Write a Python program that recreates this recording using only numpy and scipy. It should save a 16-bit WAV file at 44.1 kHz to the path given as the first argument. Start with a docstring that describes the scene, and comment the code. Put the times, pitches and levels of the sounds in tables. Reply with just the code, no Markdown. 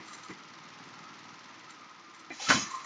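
"""A drive knocks and ticks about twenty times a second over a steady rush: a bag packing machine idles in a factory hall.
A woven plastic sack, made of grainy noise, rustles and bumps as it is pulled over the spout.
A valve clacks in ringing noise bands, compressed air bursts out as shaped noise, and clamp arms slam on the spout:
blows ring steel modes, with a short hall tail. The spout booms in sagging tones; the pivots squeak in rough tones.
All sources lie straight ahead, as on one microphone feeding both channels; no distances are set."""
import sys
import numpy as np
from scipy import signal
from scipy.fft import rfft, irfft
from scipy.io import wavfile

SR = 44100
rng = np.random.default_rng(int(sys.argv[2]) if len(sys.argv) > 2 else 0)


def store_pcm(level_fs):
    """Save levels as 16-bit WAV."""
    pcm = np.round(np.clip(level_fs, -1, 1) * 32767).astype(np.int16)
    wavfile.write(sys.argv[1], SR, np.atleast_2d(pcm).T)


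N = 125685
T = np.arange(N) / SR  # time axis in seconds

# steady rush of the machinery: spectrum (f/Hz, relative level/dB)
RUSH_COLOUR = [(30, -33), (80, -22), (130, -7), (300, -2.5), (420, -6), (680, -6.5), (1000, 2), (1380, -6),
               (1560, -4.5), (2050, -1.5), (2900, -8.5), (6000, -12), (7200, -26.5)]
# strength of the rush over time (t/s, level/dB)
RUSH_LEVEL = [(0, -51), (.4, -52.5), (1.1, -52), (1.7, -53), (1.95, -55.5), (2.85, -53)]
# housing resonances that whine (f/Hz, width/Hz, level/dB)
WHINES = [(320, 21.6, -66), (1045, 17, -65), (1206, 16, -63), (1269, 30, -61.5), (1365, 42, -64)]
# brief chirps into which the whine swells (t/s, f/Hz, glide/(Hz per s), level/dB)
CHIRPS = [(.095, 1260, -1500, -52), (.215, 1277, 0, -52), (0.464, 1280, 503, -55), (.92, 1363, 302, -56),
          (1.045, 1208, 2399, -50.5), (1.66, 1230, 2400, -51)]
WHINE_WAVER_DB = 3
CHIRP_RISE_S, CHIRP_T60_S = 0.022, 0.25
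TONE_WANDER_HZ, TONE_ROUGH_DB = 18, 2.5  # random spread of pitch and strength, chirps and squeaks alike

CYCLE_HZ = 19.865  # turns of the drive
# low knocks in each turn (t into the turn/s, level before housing and load/dB)
KNOCKS = [(.013, -52.5), (.0447, -52.5)]
# load on the drive: strength of the knocks over time (t/s, relative level/dB)
KNOCK_LOAD = [(0, -5.5), (.7, -1.5), (.85, 2), (1.25, 2), (1.5, -4.5), (1.9, -8), (2.85, -10)]
# modes of the drive housing, rung by each knock (f/Hz, relative level/dB, t60/s)
HOUSING_MODES = [(115.5, -3, 0.055), (171.6, -0.5, 0.068), (250, 3, 0.043), (325, -3.5, 0.049),
                 (810, -2, 0.027), (1242, -6, 0.038)]
KNOCK_SCATTER_DB, KNOCK_LOW_CUT_HZ = 3, 110
# bright ticks in each turn (t into the turn/s, level before the slow level changes/dB)
TICKS = [(0.024, -54.5), (0.0317, -48.5), (.0368, -56.5), (0.047, -52.5)]
# spectrum of the tick hiss (f/Hz, relative level/dB)
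TICK_COLOUR = [(500, -23), (1200, 3), (1600, 7), (2100, -6), (3000, 2.5), (6200, 0), (7200, -7)]
TICK_SCATTER_DB, TICK_RISE_S, TICK_T60_S = 0.87, 0.00081, 0.037

# rubs of the sack (t/s, rise/s, t60/s, level/dB)
RUSTLES = [(.03, 0.068, 0.45, -49.5), (.125, 0.0081, 0.33, -45.5), (.232, 0.0063, 0.15, -48.5),
           (1.69, 0.017, 0.13, -50.5), (2.135, 0.0091, 0.12, -50.5), (2.19, 0.0082, 0.13, -52.5),
           (2.695, 0.013, 0.17, -41.5), (2.745, .01, 0.17, -44.5), (2.84, 0.0039, .15, -44)]
# spectrum of the woven plastic (f/Hz, relative level/dB)
SACK_COLOUR = [(300, -19), (800, -9), (1200, 5), (1550, -5), (2000, 10.5), (3000, -35), (4000, 8),
               (5400, -15), (6000, 10), (6300, 1), (6850, -3.5), (7250, 6.5), (8800, 10.5), (9300, -19)]
SACK_GRAIN_DB = 3
# dull bumps on the spout (t/s, rise/s, t60/s, level/dB)
BUMPS = [(0, 0.0041, 0.099, -43.5), (.282, 0.013, 0.2, -44), (.302, 0.0031, 0.11, -37),
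         (.80, 0.0043, 0.14, -49), (.85, 0.013, 0.13, -49.5)]
# spectrum of the bumps (f/Hz, relative level/dB)
BUMP_COLOUR = [(40, -51), (120, -5.5), (230, 2), (390, 2.5), (560, -22), (1250, -5), (1550, -17),
               (2000, -3), (3000, -26), (7000, -25.5)]

# dry rubbing in the pivots (f/Hz, width/Hz, level before the envelope/dB)
RUBBING_BANDS = [(1150, 134, -44.5), (2080, 290, -56)]
# squeaks of the pivots (t/s, rise/s, t60/s, f/Hz, level/dB)
SQUEAKS = [(2.464, 0.015, 0.27, 1319, -34), (2.555, 0.01, 0.15, 1045, -37), (2.652, 0.015, 0.11, 1760, -46),
           (2.70, 0.019, 0.26, 1056, -40), (2.728, 0.017, 0.21, 1040, -36),
           (2.733, 0.012, 0.083, 1204, -38), (2.838, 0.007, .2, 1085, -44.5)]

# clacks of the valve as it seats (t/s, rise/s, t60/s, level before the ringing/dB)
VALVE_CLACKS = [(2.303, 0.0025, 0.14, -40.5), (2.317, 0.0034, 0.13, -47.5)]
# ringing bands of the valve (f/Hz, width/Hz, relative level/dB)
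VALVE_BANDS = [(297, 39, -3), (708, 110, -9), (1920, 180, -1.5), (2401, 55, -4), (4005, 80, -13)]
# strength of the compressed air over time (t/s, level/dB)
AIR_LEVEL = [(2.29, -83), (2.322, -53), (2.35, -48), (2.387, -49), (2.4, -40), (2.44, -35), (2.484, -34.5),
             (2.49, -23), (2.505, -23), (2.565, -27), (2.585, -32.5), (2.615, -37), (2.68, -46.5),
             (2.85, -53.5)]
# spectrum of the air blast (f/Hz, relative level/dB)
AIR_COLOUR = [(200, -20.5), (800, -14), (1500, -7), (2050, 0), (2450, 1), (2900, -4.5), (3750, -4),
              (4700, 0.5), (5800, 1), (6700, 0), (7300, -6.5), (9000, -3.5)]
# steel parts that ring under the blast (f/Hz, width/Hz, level relative to the air/dB)
AIR_RINGS = [(2635, 36, -18), (3052, 39, -15.5), (3390, 28, -17), (3985, 85, -13), (5710, 30, -17.5),
             (6780, 25, -18.5)]
# thin hiss in which the air runs out (f/Hz, width/Hz, level before the envelope/dB)
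LAST_HISS = [(3420, 35, -45), (5080, 46, -41), (5900, 90, -37), (6500, 160, -37.5)]
AIR_GRAIN_DB, AIR_LOW_CUT_HZ = 1.05, 83
# short groans of the piston as it sticks and slips (t/s, f/Hz, level/dB)
GROANS = [(2.397, 821, -42), (2.413, 535, -46), (2.428, 634, -48), (2.44, 830, -46.5)]
GROAN_RISE_S, GROAN_T60_S, GROAN_WIDTH_HZ = 0.003, 0.15, 44

# booms of the hollow spout (t/s, f at the start/Hz, level/dB)
BOOMS = [(2.489, 216.3, -32), (2.533, 256.3, -31.5), (2.56, 227, -31.5), (2.62, 220, -43)]
BOOM_RISE_S, BOOM_T60_S, BOOM_SAG_HZ_PER_S = 0.0075, 0.1, 410
# shudders of the spout (t/s, rise/s, t60/s, level/dB)
SHUDDERS = [(2.477, 0.021, 0.22, -34), (2.538, 0.0086, 0.32, -32)]
# spectrum of the shudders (f/Hz, relative level/dB)
SHUDDER_COLOUR = [(30, -31), (70, -10), (130, -0.5), (200, 0.5), (320, 0.5), (420, -11.5), (900, -12),
                  (3000, -51)]
# bands of the clatter in the frame (f/Hz, width/Hz, level before the envelope/dB)
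FRAME_BANDS = [(636, 156, -28.5), (1490, 200, -24), (2200, 200, -27)]

# contacts as the clamp arms hit the spout and chatter (t/s, strength of the blow/dB)
SLAMS = [(2.4878, -15.5), (2.493, -12), (2.5022, -0.5), (2.5063, -6), (2.5088, -3), (2.5108, -9.5),
         (2.5179, -19), (2.523, -7.5), (2.532, -20)]
# modes of clamp and spout (f/Hz, relative level/dB, t60/s)
CLAMP_MODES = [(267.2, -29, 0.24), (638, -28, 0.067), (997, -28, 0.12), (1057, -35, 0.18),
               (1200, -35, 0.097), (1390, -31, 0.12), (1485, -26.5, 0.11), (1565, -25, 0.069),
               (1689, -30, 0.13), (1916, -28, 0.069), (1995, -29, 0.09), (2170, -34, 0.11),
               (2230, -35, 0.064)]
CRACK_HZ, CRACK_RISE_S, CRACK_T60_S, CRACK_DB = 1600, 0.0008, 0.0026, -4
SLAM_SCATTER_DB, SLAM_LOW_CUT_HZ = 1.5, 112
HALL_DELAY_S, HALL_RISE_S, HALL_T60_S, HALL_DB = 0.0042, 0.0033, 0.24, -11

TREBLE_EDGE_HZ, CUTOFF_HZ = 7350, 9750
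TOP_HZ, TOP_DB = (8560, 9420), -15.5  # faint band of sizzle above the treble edge


def from_db(db):
    """Decibels to gain."""
    return 10 ** (np.asarray(db) / 20)


def rms_one(x):
    """Scale to rms 1."""
    return x / np.sqrt(np.mean(x ** 2) + 1e-20)


def level(rows):
    """Gain over time, straight in dB between (t/s, level/dB) points."""
    return from_db(np.interp(T, *np.transpose(rows)))


def noise(colour):
    """Noise of rms 1 with a spectrum drawn through (f/Hz, level/dB) points on a log frequency axis."""
    hz, db = np.transpose(colour)
    f = np.maximum(np.fft.rfftfreq(N, 1 / SR), 1)
    gain = from_db(np.interp(np.log(f), np.log(hz), db))
    return rms_one(irfft(rfft(rng.standard_normal(N)) * gain, N))


def resonance(hz, width_hz):
    """Noise of rms 1 in one steep-sided resonance."""
    f = np.fft.rfftfreq(N, 1 / SR)
    gain = 1 / (1 + ((f - hz) / width_hz) ** 2)
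    return rms_one(irfft(rfft(rng.standard_normal(N)) * gain, N))


def resonances(bands):
    """Sum of noise resonances from (f/Hz, width/Hz, level/dB) rows."""
    return sum(from_db(db) * resonance(hz, width) for hz, width, db in bands)


def drift(rate_hz):
    """Random wander with spread 1, mostly slower than the given rate."""
    return resonance(0, rate_hz)


def swell(start, rise, t60):
    """Envelope: a straight rise, then an exponential fall; all times in s."""
    fall_time = np.maximum(T - start - rise, 0)
    return np.clip((T - start) / rise, 0, 1) * from_db(-60 * fall_time / t60)


def swells(rows):
    """Joint envelope of (t/s, rise/s, t60/s, level/dB) events, added as powers."""
    return np.sqrt(sum((from_db(db) * swell(s, rise, t60)) ** 2 for s, rise, t60, db in rows))


def clicks(times, gains):
    """Single-sample blows."""
    out = np.zeros(N)
    at = (np.asarray(times) * SR).astype(int)
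    inside = (at >= 0) & (at < N)
    out[at[inside]] = gains[inside]
    return out


def through(x, response):
    """Play x through an impulse response."""
    return signal.fftconvolve(x, response)[:N]


def low_cut(x, hz):
    """Steep high-pass."""
    return signal.sosfilt(signal.butter(4, hz, "high", fs=SR, output="sos"), x)


def struck(times, db, modes, scatter_db):
    """Blows ring decaying sine modes, each blow and mode with a slightly different strength."""
    out = 0
    for k, (hz, mode_db, t60) in enumerate(modes):
        scatter = scatter_db * rng.standard_normal(len(times))
        blows = clicks(times, from_db(db + mode_db + scatter))
        ring = np.sin(2 * np.pi * hz * T) * from_db(-60 * T / t60)
        out = out + (-1) ** k * through(blows, ring)  # neighbouring modes have opposite signs
    return out


def tone(start, hz, glide_hz_per_s, wander_hz, rough_db):
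    """A sine that glides from its starting pitch, with random wander in pitch and strength."""
    pitch = hz + glide_hz_per_s * (T - start) + wander_hz * drift(126)
    wave = np.sin(2 * np.pi * np.cumsum(pitch * (T > start)) / SR)
    return np.sqrt(2) * wave * rms_one(from_db(rough_db * drift(90)))


def machinery():
    """Steady rush of shaped noise, wavering housing resonances and brief gliding chirps."""
    out = noise(RUSH_COLOUR) * level(RUSH_LEVEL)
    for hz, width, db in WHINES:
        waver = from_db(WHINE_WAVER_DB * drift(8.5))
        out += from_db(db) * rms_one(resonance(hz, width) * waver)
    for s, hz, glide, db in CHIRPS:
        chirp = tone(s, hz, glide, TONE_WANDER_HZ, TONE_ROUGH_DB)
        out += from_db(db) * chirp * swell(s, CHIRP_RISE_S, CHIRP_T60_S)
    return out


def drive():
    """Each turn rings the housing with low knocks and adds ticks whose hiss is new every time."""
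    turns = np.arange(0, N / SR, 1 / CYCLE_HZ)
    times, db = np.transpose([(turn + s, db) for turn in turns for s, db in KNOCKS])
    knocks = low_cut(struck(times, db, HOUSING_MODES, KNOCK_SCATTER_DB), KNOCK_LOW_CUT_HZ)
    taps = 0
    for s, db in TICKS:
        scatter = TICK_SCATTER_DB * rng.standard_normal(len(turns))
        taps = taps + clicks(turns + s, from_db(db + scatter))
    # overlapping ticks add as powers
    power = through(taps ** 2, swell(0, TICK_RISE_S, TICK_T60_S) ** 2)
    ticks = np.sqrt(np.abs(power)) * noise(TICK_COLOUR)
    # the ticks follow the slow level changes of the rush
    return knocks * level(KNOCK_LOAD) + ticks * rms_one(level(RUSH_LEVEL))


def sack():
    """Grainy rubbing of woven plastic and dull bumps on the spout, both enveloped noise."""
    grain = rms_one(from_db(SACK_GRAIN_DB * drift(170)))
    rustles = noise(SACK_COLOUR) * grain * swells(RUSTLES)
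    return rustles + noise(BUMP_COLOUR) * swells(BUMPS)


def pivots():
    """Dry rubbing in noise bands, and short rough squeaks with a slightly unsteady pitch."""
    out = resonances(RUBBING_BANDS) * swell(2.506, rise=0.02, t60=4.1)
    for s, rise, t60, hz, db in SQUEAKS:
        squeak = tone(s, hz, 0, TONE_WANDER_HZ, TONE_ROUGH_DB)
        out += from_db(db) * squeak * swell(s, rise, t60)
    return out


def piston():
    """The piston sticks and slips in narrow-band groans, then scrapes as it slides."""
    out = resonance(2000, width_hz=330) * from_db(-42) * swell(2.5, rise=0.003, t60=0.8)  # scrape
    for s, hz, db in GROANS:
        out += from_db(db) * resonance(hz, GROAN_WIDTH_HZ) * swell(s, GROAN_RISE_S, GROAN_T60_S)
    return out


def pneumatics():
    """The valve clacks, the piston moves, and the air jet sets steel ringing and ends in a thin hiss."""
    valve = resonances(VALVE_BANDS) * swells(VALVE_CLACKS)
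    jet = noise(AIR_COLOUR) * rms_one(from_db(AIR_GRAIN_DB * drift(200)))
    air = (jet + resonances(AIR_RINGS)) * level(AIR_LEVEL)
    hiss = resonances(LAST_HISS) * swell(2.587, rise=0.012, t60=0.27)
    return low_cut(valve + piston() + air + hiss, AIR_LOW_CUT_HZ)


def spout():
    """The hollow spout booms with a sagging pitch and shudders; its frame clatters as the arms close."""
    out = noise(SHUDDER_COLOUR) * swells(SHUDDERS)
    for s, hz, db in BOOMS:
        boom = tone(s, hz, -BOOM_SAG_HZ_PER_S, wander_hz=0, rough_db=0)
        out += from_db(db) * boom * swell(s, BOOM_RISE_S, BOOM_T60_S)
    return out + resonances(FRAME_BANDS) * swell(2.5015, rise=0.0026, t60=0.15)


def hall(x):
    """Reverberation: a decaying noise response of unit energy, starting after a short delay."""
    response = rng.standard_normal(N) * swell(HALL_DELAY_S, HALL_RISE_S, HALL_T60_S)
    return from_db(HALL_DB) * through(x, response / np.linalg.norm(response))


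def clamp():
    """Each contact gives a short crack and rings the steel modes; the hall answers."""
    times, db = np.transpose(SLAMS)
    crack = np.sin(2 * np.pi * CRACK_HZ * T) * swell(0, CRACK_RISE_S, CRACK_T60_S)
    cracks = through(clicks(times, from_db(db)), from_db(CRACK_DB) * crack)
    ringing = struck(times, db, CLAMP_MODES, SLAM_SCATTER_DB)
    slams = low_cut(cracks + ringing, SLAM_LOW_CUT_HZ)
    return slams + hall(slams)


def scene():
    """Everything is heard from straight ahead, alike in both ears."""
    mono = machinery() + drive() + sack() + pivots() + pneumatics() + spout() + clamp()
    return np.array([mono, mono])


def record(dry):
    """The treble ends at a steep edge, with a faint band above it; the top is cut."""
    body = signal.sosfilt(signal.ellip(10, 0.3, 70, TREBLE_EDGE_HZ, fs=SR, output="sos"), dry)
    top = signal.sosfilt(signal.butter(6, TOP_HZ, "band", fs=SR, output="sos"), dry)
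    cutoff = signal.ellip(10, 0.3, 80, CUTOFF_HZ, fs=SR, output="sos")
    return signal.sosfilt(cutoff, body + from_db(TOP_DB) * top)


dry = scene()
out = record(dry)
store_pcm(out)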